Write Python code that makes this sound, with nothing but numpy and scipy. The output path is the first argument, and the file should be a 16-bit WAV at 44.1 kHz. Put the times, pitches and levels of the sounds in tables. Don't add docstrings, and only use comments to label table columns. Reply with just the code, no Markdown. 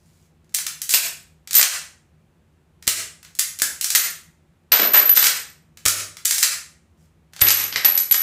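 import sys
import numpy as np
from scipy import signal
from scipy.fft import rfft, irfft
from scipy.io import wavfile
from scipy.ndimage import uniform_filter1d, minimum_filter1d

SR = 44100
rng = np.random.default_rng(int(sys.argv[2]) if len(sys.argv) > 2 else 0)


def wav_record(signal):
    frames = np.transpose(np.atleast_2d(signal))
    bounded = np.clip(frames, -1, 1)
    quanta = np.round(bounded * 32767).astype(np.int16)
    wavfile.write(sys.argv[1], SR, quanta)


N = 362502

# f/Hz, relative level/dB per Hz
STEEL_COLOUR = [(60, -25), (200, -27), (550, -15.5), (950, -11.5), (1400, -3.5), (2000, 0.5), (2900, -1.5),
                (4600, 2), (7500, 3), (9500, -2.5), (11000, -1.5), (13500, -6), (15300, -4.5)]
# unlatch t/s, bolt starts back t/s, bolt hits its stop t/s,
# unlatch level/dB, drag level/dB, stop level/dB, ring of the lifted cartridge level/dB
OPENINGS = [(0.546, .892, .938, -7.5, -21, 4, -9.5), (3.393, 3.811, 3.950, -2.5, -32.5, 3, -10.5),
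            (6.254, 6.253, 6.428, -6, -26, 1, -44)]
# start t/s, cartridge seats t/s, bolt locks t/s, drag level/dB, blow level/dB
CLOSINGS = [(1.545, 1.613, 1.628, -16.5, 4), (5.15, 5.241, 5.268, -20.5, -0.5),
            (7.407, 7.485, 7.504, -22.5, 3.5)]
# t/s, knock level/dB, ring level/dB
BOUNCES = [(4.720, -4.5, -3.5), (4.797, -8.5, -9), (4.934, -19, -4.5), (4.965, -14.5, -2.5),
           (5.093, -14.5, -3.5), (5.163, -11.5, -5.5), (7.415, -5.5, 0.5), (7.469, -1, -2),
           (7.725, -17.5, -44), (7.759, -7, -28.5), (7.847, -7, -5), (7.977, -35, -19), (8.111, -14, -6)]
SEAR_TILT = -1.5


def amp(db):
    return 10 ** (np.asarray(db) / 20)


def evened(x):
    return x / np.sqrt(np.mean(x ** 2) + 1e-20)


def read(points, hz):
    f, value = np.transpose(points)
    return np.interp(np.log(hz + 1), np.log(f + 1), value)


def add(mix, s, sound):
    part = mix[round(s * SR):][:len(sound)]
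    part += sound[:len(part)]


def colour(x, points, tilt=0, size=2048):
    hz = abs(np.fft.fftfreq(size, 1 / SR))
    octaves = np.log2(np.clip(hz, 700, 10000) / 5000)
    gain = evened(amp(read(points, hz) + tilt * octaves))
    spectrum = np.exp(np.conj(signal.hilbert(np.log(gain))))
    taps = np.fft.ifft(spectrum).real
    return signal.fftconvolve(x, taps[:size // 2])[:len(x)]


def ring(modes, t):
    return sum(amp(db - 60 * t / t60) * np.sin(2 * np.pi * hz * t) for hz, db, t60 in modes)


def grit(count, grain_db):
    strengths = amp(grain_db * np.minimum(rng.exponential(1, 320), 3))
    snap = np.exp(-np.arange(50) / 22)
    envelope = np.outer(strengths, snap).ravel()
    return evened(envelope * rng.standard_normal(size=16000))[:count]


def contact(t, t60, chatter_db, chatter_t60, rise_s=0.00043, grain_db=5):
    shape = amp(-60 * t / t60) * (1 - np.exp(-t / rise_s))
    z = rfft(shape * rng.standard_normal(len(t)))
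    burst = irfft(z / abs(z) ** .65, len(t)) * shape ** .2
    chatter = amp(chatter_db - 60 * t / chatter_t60) * grit(len(t), grain_db)
    return burst * np.linalg.norm(shape) / np.linalg.norm(burst) + chatter


def resonate(x, hz, width):
    turn = np.exp(2j * np.pi * np.cumsum(hz) / SR)
    r = np.exp(-np.pi * width / SR)
    return 2 * (turn * signal.lfilter([1 - r], [1, -r], x / turn)).real


def action():
    # sear ticks t/s, hammer strikes t/s, force level/dB, lead level/dB
    shots = [(2.825, 2.877, 6, -20), (5.772, 5.861, 5, -8.5)]
    # t/s, force level/dB, brightness/dB per octave
    catches = [(0.586, -16, 0.5), (.666, -13.5, 1), (.817, -15, 4), (1.474, -27.5, -1), (1.509, -17.5, 1.5),
               (1.531, -12, 4), (1.542, -10.5, 4), (1.594, -11.5, -4), (3.229, -36.5, -1),
               (3.248, -35.5, -3), (3.351, -33, 3), (3.588, -20.5, 5), (3.598, -20, 0), (3.619, -3, 4.5),
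               (3.843, -10, 2), (3.903, -9.5, 2), (5.095, -16.5, -7), (5.172, -3, -3.5), (5.227, -4.5, -3),
               (5.882, 3.5, 4), (6.169, -29, -1.5), (6.309, -6, 2), (6.381, -12.5, 1.5),
               (7.334, -35.5, -2.5), (7.363, -30.5, -3), (7.393, -29, -4.5), (7.976, -10.5, 2),
               (8.124, -5.5, 2.5), (8.143, -7, -2.5)]
    # t/s, level/dB, f/Hz
    square_blows = [(.939, -4, 2550), (3.619, -11, 1707), (3.958, -6.5, 2120), (5.227, -5.5, 2000),
                    (5.861, -7, 1350), (7.760, -9.5, 2040)]
    # f/Hz, level/dB, t60/s
    hammer_wood = [(470, -27.5, 0.02), (640, -23.5, 0.018)]
    open_tilt, stop_tilt, close_tilt = 3.7, 0.46, 1.8
    lock_tilt, hammer_tilt = -0.61, 0.71
    rebound_s, lead_s = 0.0062, 0.0073
    out, t = np.zeros(N), np.arange(SR // 6) / SR

    for unlatch, start, stop, unlatch_db, drag_db, stop_db, _ in OPENINGS:
        add(out, unlatch - .004, clack(unlatch_db - 11.5, open_tilt))
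        add(out, unlatch, clack(unlatch_db, open_tilt))
        add(out, start, clack(-12, open_tilt))
        add(out, start, drag(stop - start, drag_db, open_tilt, swell_db=1.5))
        add(out, stop, clack(stop_db, stop_tilt))
        add(out, stop + rebound_s, clack(stop_db - 1.5, stop_tilt))
        add(out, stop + rebound_s, drag(.04, stop_db - 26, stop_tilt, swell_db=-3))
    for start, seat, lock, drag_db, blow_db in CLOSINGS:
        add(out, start, drag(lock - start, drag_db, close_tilt, swell_db=-2.5))
        for s in (seat, lock):
            add(out, s, clack(blow_db, lock_tilt))
    for sear, strike, db, lead_db in shots:
        add(out, sear, clack(-34, SEAR_TILT))
        add(out, strike - lead_s, clack(lead_db, hammer_tilt))
        add(out, strike, clack(db, hammer_tilt) + amp(db) * ring(hammer_wood, t))
    for s, db, tilt in catches:
        add(out, s, clack(db, tilt))
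    for s, db, hz in square_blows:
        add(out, s, ring([(hz, db, 20 / hz)], t))
    return out


def clack(db, tilt, detune=0.17, spread_db=3, rise_s=.001):
    # f/Hz, level/dB, t60/s
    body = [(400, -41.5, 0.0083), (620, -41.5, 0.02), (2050, -30.5, 0.01)]
    t = np.arange(SR // 6) / SR
    burst = contact(t, t60=0.024, chatter_db=-16, chatter_t60=0.05)
    steel = colour(burst, STEEL_COLOUR, tilt)
    chance = 2 * rng.random((len(body), 2)) - 1
    modes = [(hz * (1 + detune * a), level + spread_db * b, t60)
             for (hz, level, t60), (a, b) in zip(body, chance)]
    return amp(db) * (steel + ring(modes, t) * (1 - np.exp(-t / rise_s)))


def drag(length, db, tilt, swell_db, grain_db=-1.5, grit_db=-4.5):
    count, out = round(length * SR), np.zeros(SR // 2)
    swell = amp(grit_db + swell_db * np.linspace(-.5, .5, count))
    add(out, 0, swell * colour(grit(count, grain_db), STEEL_COLOUR, tilt))
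    ticks = max(round(length * 70), 1)
    for k in range(ticks):
        along = (k + rng.random()) / ticks
        strength, hue = 2 * rng.random(2) - 1
        tick_db = 7.5 + 1.5 * strength + swell_db * (along - .5)
        add(out, along * length, clack(tick_db, tilt + 3 * hue))
    return amp(db) * out


def landings(grain_db=4):
    # f/Hz, relative level/dB per Hz
    knock_colour = [(60, -40), (200, -13), (500, -11.5), (1000, -11), (2000, -1), (3500, 0.5), (5500, -0.5),
                    (7000, -10), (10000, -16.5), (15500, -21)]
    # t/s, length/s, rattle level/dB, hollow tone level/dB, its first f/Hz
    rattles = [(4.718, .08, -21, -50, 1520), (4.791, 0.046, -26, -30, 500), (4.94, .085, -21, -31, 1980),
               (7.419, 0.06, -22, -33, 300), (7.847, .04, -23.5, -43, 1170)]
    hollow_hz, width_hz, sink_s, hollow_t60 = 280, 330, .024, 0.16
    out, t = np.zeros(N), np.arange(SR // 4) / SR
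    for s, db, _ in BOUNCES:
        knock = contact(t, t60=0.014, chatter_db=-14, chatter_t60=0.13)
        add(out, s, amp(db) * colour(knock, knock_colour))
    for s, length, rattle_db, tone_db, first_hz in rattles:
        add(out, s, drag(length, rattle_db, tilt=-6, swell_db=-15))
        hz = hollow_hz + (first_hz - hollow_hz) * np.exp(-t / sink_s)
        once = resonate(grit(len(t), grain_db), hz, width_hz)
        tone = evened(resonate(once, hz, width_hz))
        fade_db = -60 * np.maximum(t - length / 2, 0) / hollow_t60
        add(out, s, amp(tone_db + fade_db) * tone)
    return out


def brass(spread_hz=55, side_db=-7, tick_db=-11):
    # t/s, f/Hz
    ring_hz = [(.9, 12080), (4.7, 12030), (5.3, 12000), (7.4, 11940), (8.2, 11910)]
    # f/Hz, relative level/dB per Hz
    tick_colour = [(3000, -17), (9000, -1.5), (12000, -3.5), (15500, -8)]
    out, t = np.zeros(N), np.arange(SR // 2) / SR
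    lifted = [(stop, db, .25) for _, _, stop, _, _, _, db in OPENINGS]
    fed = [(1.550 + k * .0155, -4.5, 0.061) for k in range(3)]
    dropped = [(s, db, 0.37) for s, _, db in BOUNCES]
    for s, db, t60 in lifted + fed + dropped:
        hz = np.interp(s, *np.transpose(ring_hz))
        side_hz = hz + spread_hz * rng.standard_normal((6, 1))
        sides = np.sin(2 * np.pi * (side_hz * t + rng.random((6, 1)))).sum(0)
        fade = amp(-60 * t / t60) * (1 - np.exp(-t / .002))
        tone = fade * (np.sin(2 * np.pi * hz * t) + amp(side_db) * sides)
        add(out, s, amp(db) * tone * np.linalg.norm(fade) / np.linalg.norm(tone))
        tick = contact(t[:SR // 6], t60=0.032, chatter_db=-11, chatter_t60=0.076)
        add(out, s, amp(db + tick_db) * colour(tick, tick_colour))
    return out


def low_thumps(rise_s=0.00033):
    # t/s, level/dB
    thumps = [(2.875, -25), (5.860, -16.5), (7.420, -11)]
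    # f/Hz, level/dB, t60/s
    thump_modes = [(78, 0, .05), (100, -11, .55), (165, -20, .35)]
    # f/Hz, level/dB, t60/s
    floor_modes = [(45, -44.5, .2), (89, -36, 0.21), (160, -33.5, 0.2)]
    out, t = np.zeros(N), np.arange(SR // 2) / SR
    rise = 1 - np.exp(-t / rise_s)
    thump, thud = ring(thump_modes, t) * rise, ring(floor_modes, t) * rise
    for s, db in thumps:
        add(out, s, amp(db) * thump)
    for s, db, _ in BOUNCES:
        add(out, s, amp(db) * thud)
    return out


def hands(tilt=1, grain_db=4, count=3):
    # t/s, length/s, level/dB
    rustles = [(0, 0.27, -69.5), (6.974, 0.088, -71.5)]
    out = np.zeros(N)
    for s, length, db in rustles:
        rub = grit(round(length * SR), grain_db)
        add(out, s, amp(db) * colour(rub, STEEL_COLOUR, tilt))
    for start, *_ in OPENINGS + CLOSINGS:
        for early, strength in rng.random((count, 2)):
            add(out, start - 0.14 * early, clack(-55.5 + 4 * (2 * strength - 1), SEAR_TILT))
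    return out


def tail(build_s=0.0044):
    # f/Hz, t60/s
    decay = [(150, 0.55), (600, 0.47), (1800, 0.43), (4500, 0.37), (9000, 0.38), (15000, 0.28)]
    count = SR // 10
    taps = np.zeros(SR)
    taps[np.arange(count) * 10 + rng.integers(0, 10, count)] = rng.choice([-1., 1.], count)
    hz, t, z = signal.stft(taps, SR, nperseg=256)
    fade = amp(-60 * t / read(decay, hz)[:, None])
    echo = signal.istft(z * fade, SR, nperseg=256)[1][:SR]
    echo *= 1 - np.exp(-(np.arange(SR) / SR / build_s) ** 2)
    return echo / np.linalg.norm(echo)


def room(x, wet_db, change_hz, count=6):
    place = np.arange(N) / SR * change_hz
    wet = 0
    for k in range(count):
        away = abs((place - k + count / 2) % count - count / 2)
        share = np.cos(np.pi / 2 * np.minimum(away, 1))
        wet = wet + signal.oaconvolve(x * share, tail())[:N]
    return x + amp(wet_db) * wet


def air():
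    # f/Hz, relative level/dB per Hz
    air_colour = [(12, -68.5), (20, -40), (70, -3), (127, -14.5), (158, 2.5), (193, -21), (222, -7.5),
                  (262, -19), (367, -14), (399, -20), (1860, -31), (2390, -32), (5230, -41.5), (7730, -41),
                  (16000, -48.5)]
    # f/Hz, distance to half gain/Hz, level/dB
    drone_bands = [(82, 15, -64), (175, 6, -71)]
    hz = np.fft.rfftfreq(N, 1 / SR)

    def noise(gain):
        return evened(irfft(rfft(rng.standard_normal(N)) * gain, N))

    drone = sum(amp(db) * noise(1 / (1 + ((hz - f) / width) ** 2)) for f, width, db in drone_bands)
    return amp(-59) * noise(amp(read(air_colour, hz))) + drone


def scene():
    bass_cut = signal.butter(2, 190, "highpass", fs=SR, output="sos")
    clatter = signal.sosfilt(bass_cut, action() + landings() + hands())
    near = room(clatter, wet_db=0.5, change_hz=90.34, count=7)
    near = near + room(brass(), wet_db=-2.5, change_hz=23, count=3)
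    return (near + low_thumps() + air())[None]


def record(dry, limit_db=-6.5, hold_s=0.076, recover_db_per_s=190):
    power_db = 10 * np.log10(abs(uniform_filter1d(dry[0] ** 2, size=44)) + 1e-12)
    over_db = np.maximum(power_db - limit_db, 0)
    count = int(hold_s * SR) | 1
    held_db = -minimum_filter1d(-over_db, count, origin=count // 2, mode="constant")
    fall = np.arange(N) * recover_db_per_s / SR
    duck_db = uniform_filter1d(np.maximum.accumulate(held_db + fall) - fall, size=66)
    out = dry * amp(-duck_db)
    out = out / (1 + (out / .92) ** 6) ** (1 / 6)
    band = signal.firwin(511, 15550, window=("kaiser", 9), fs=SR)
    return signal.oaconvolve(out, band[None], "same")


dry = scene()
out = record(dry)
wav_record(out)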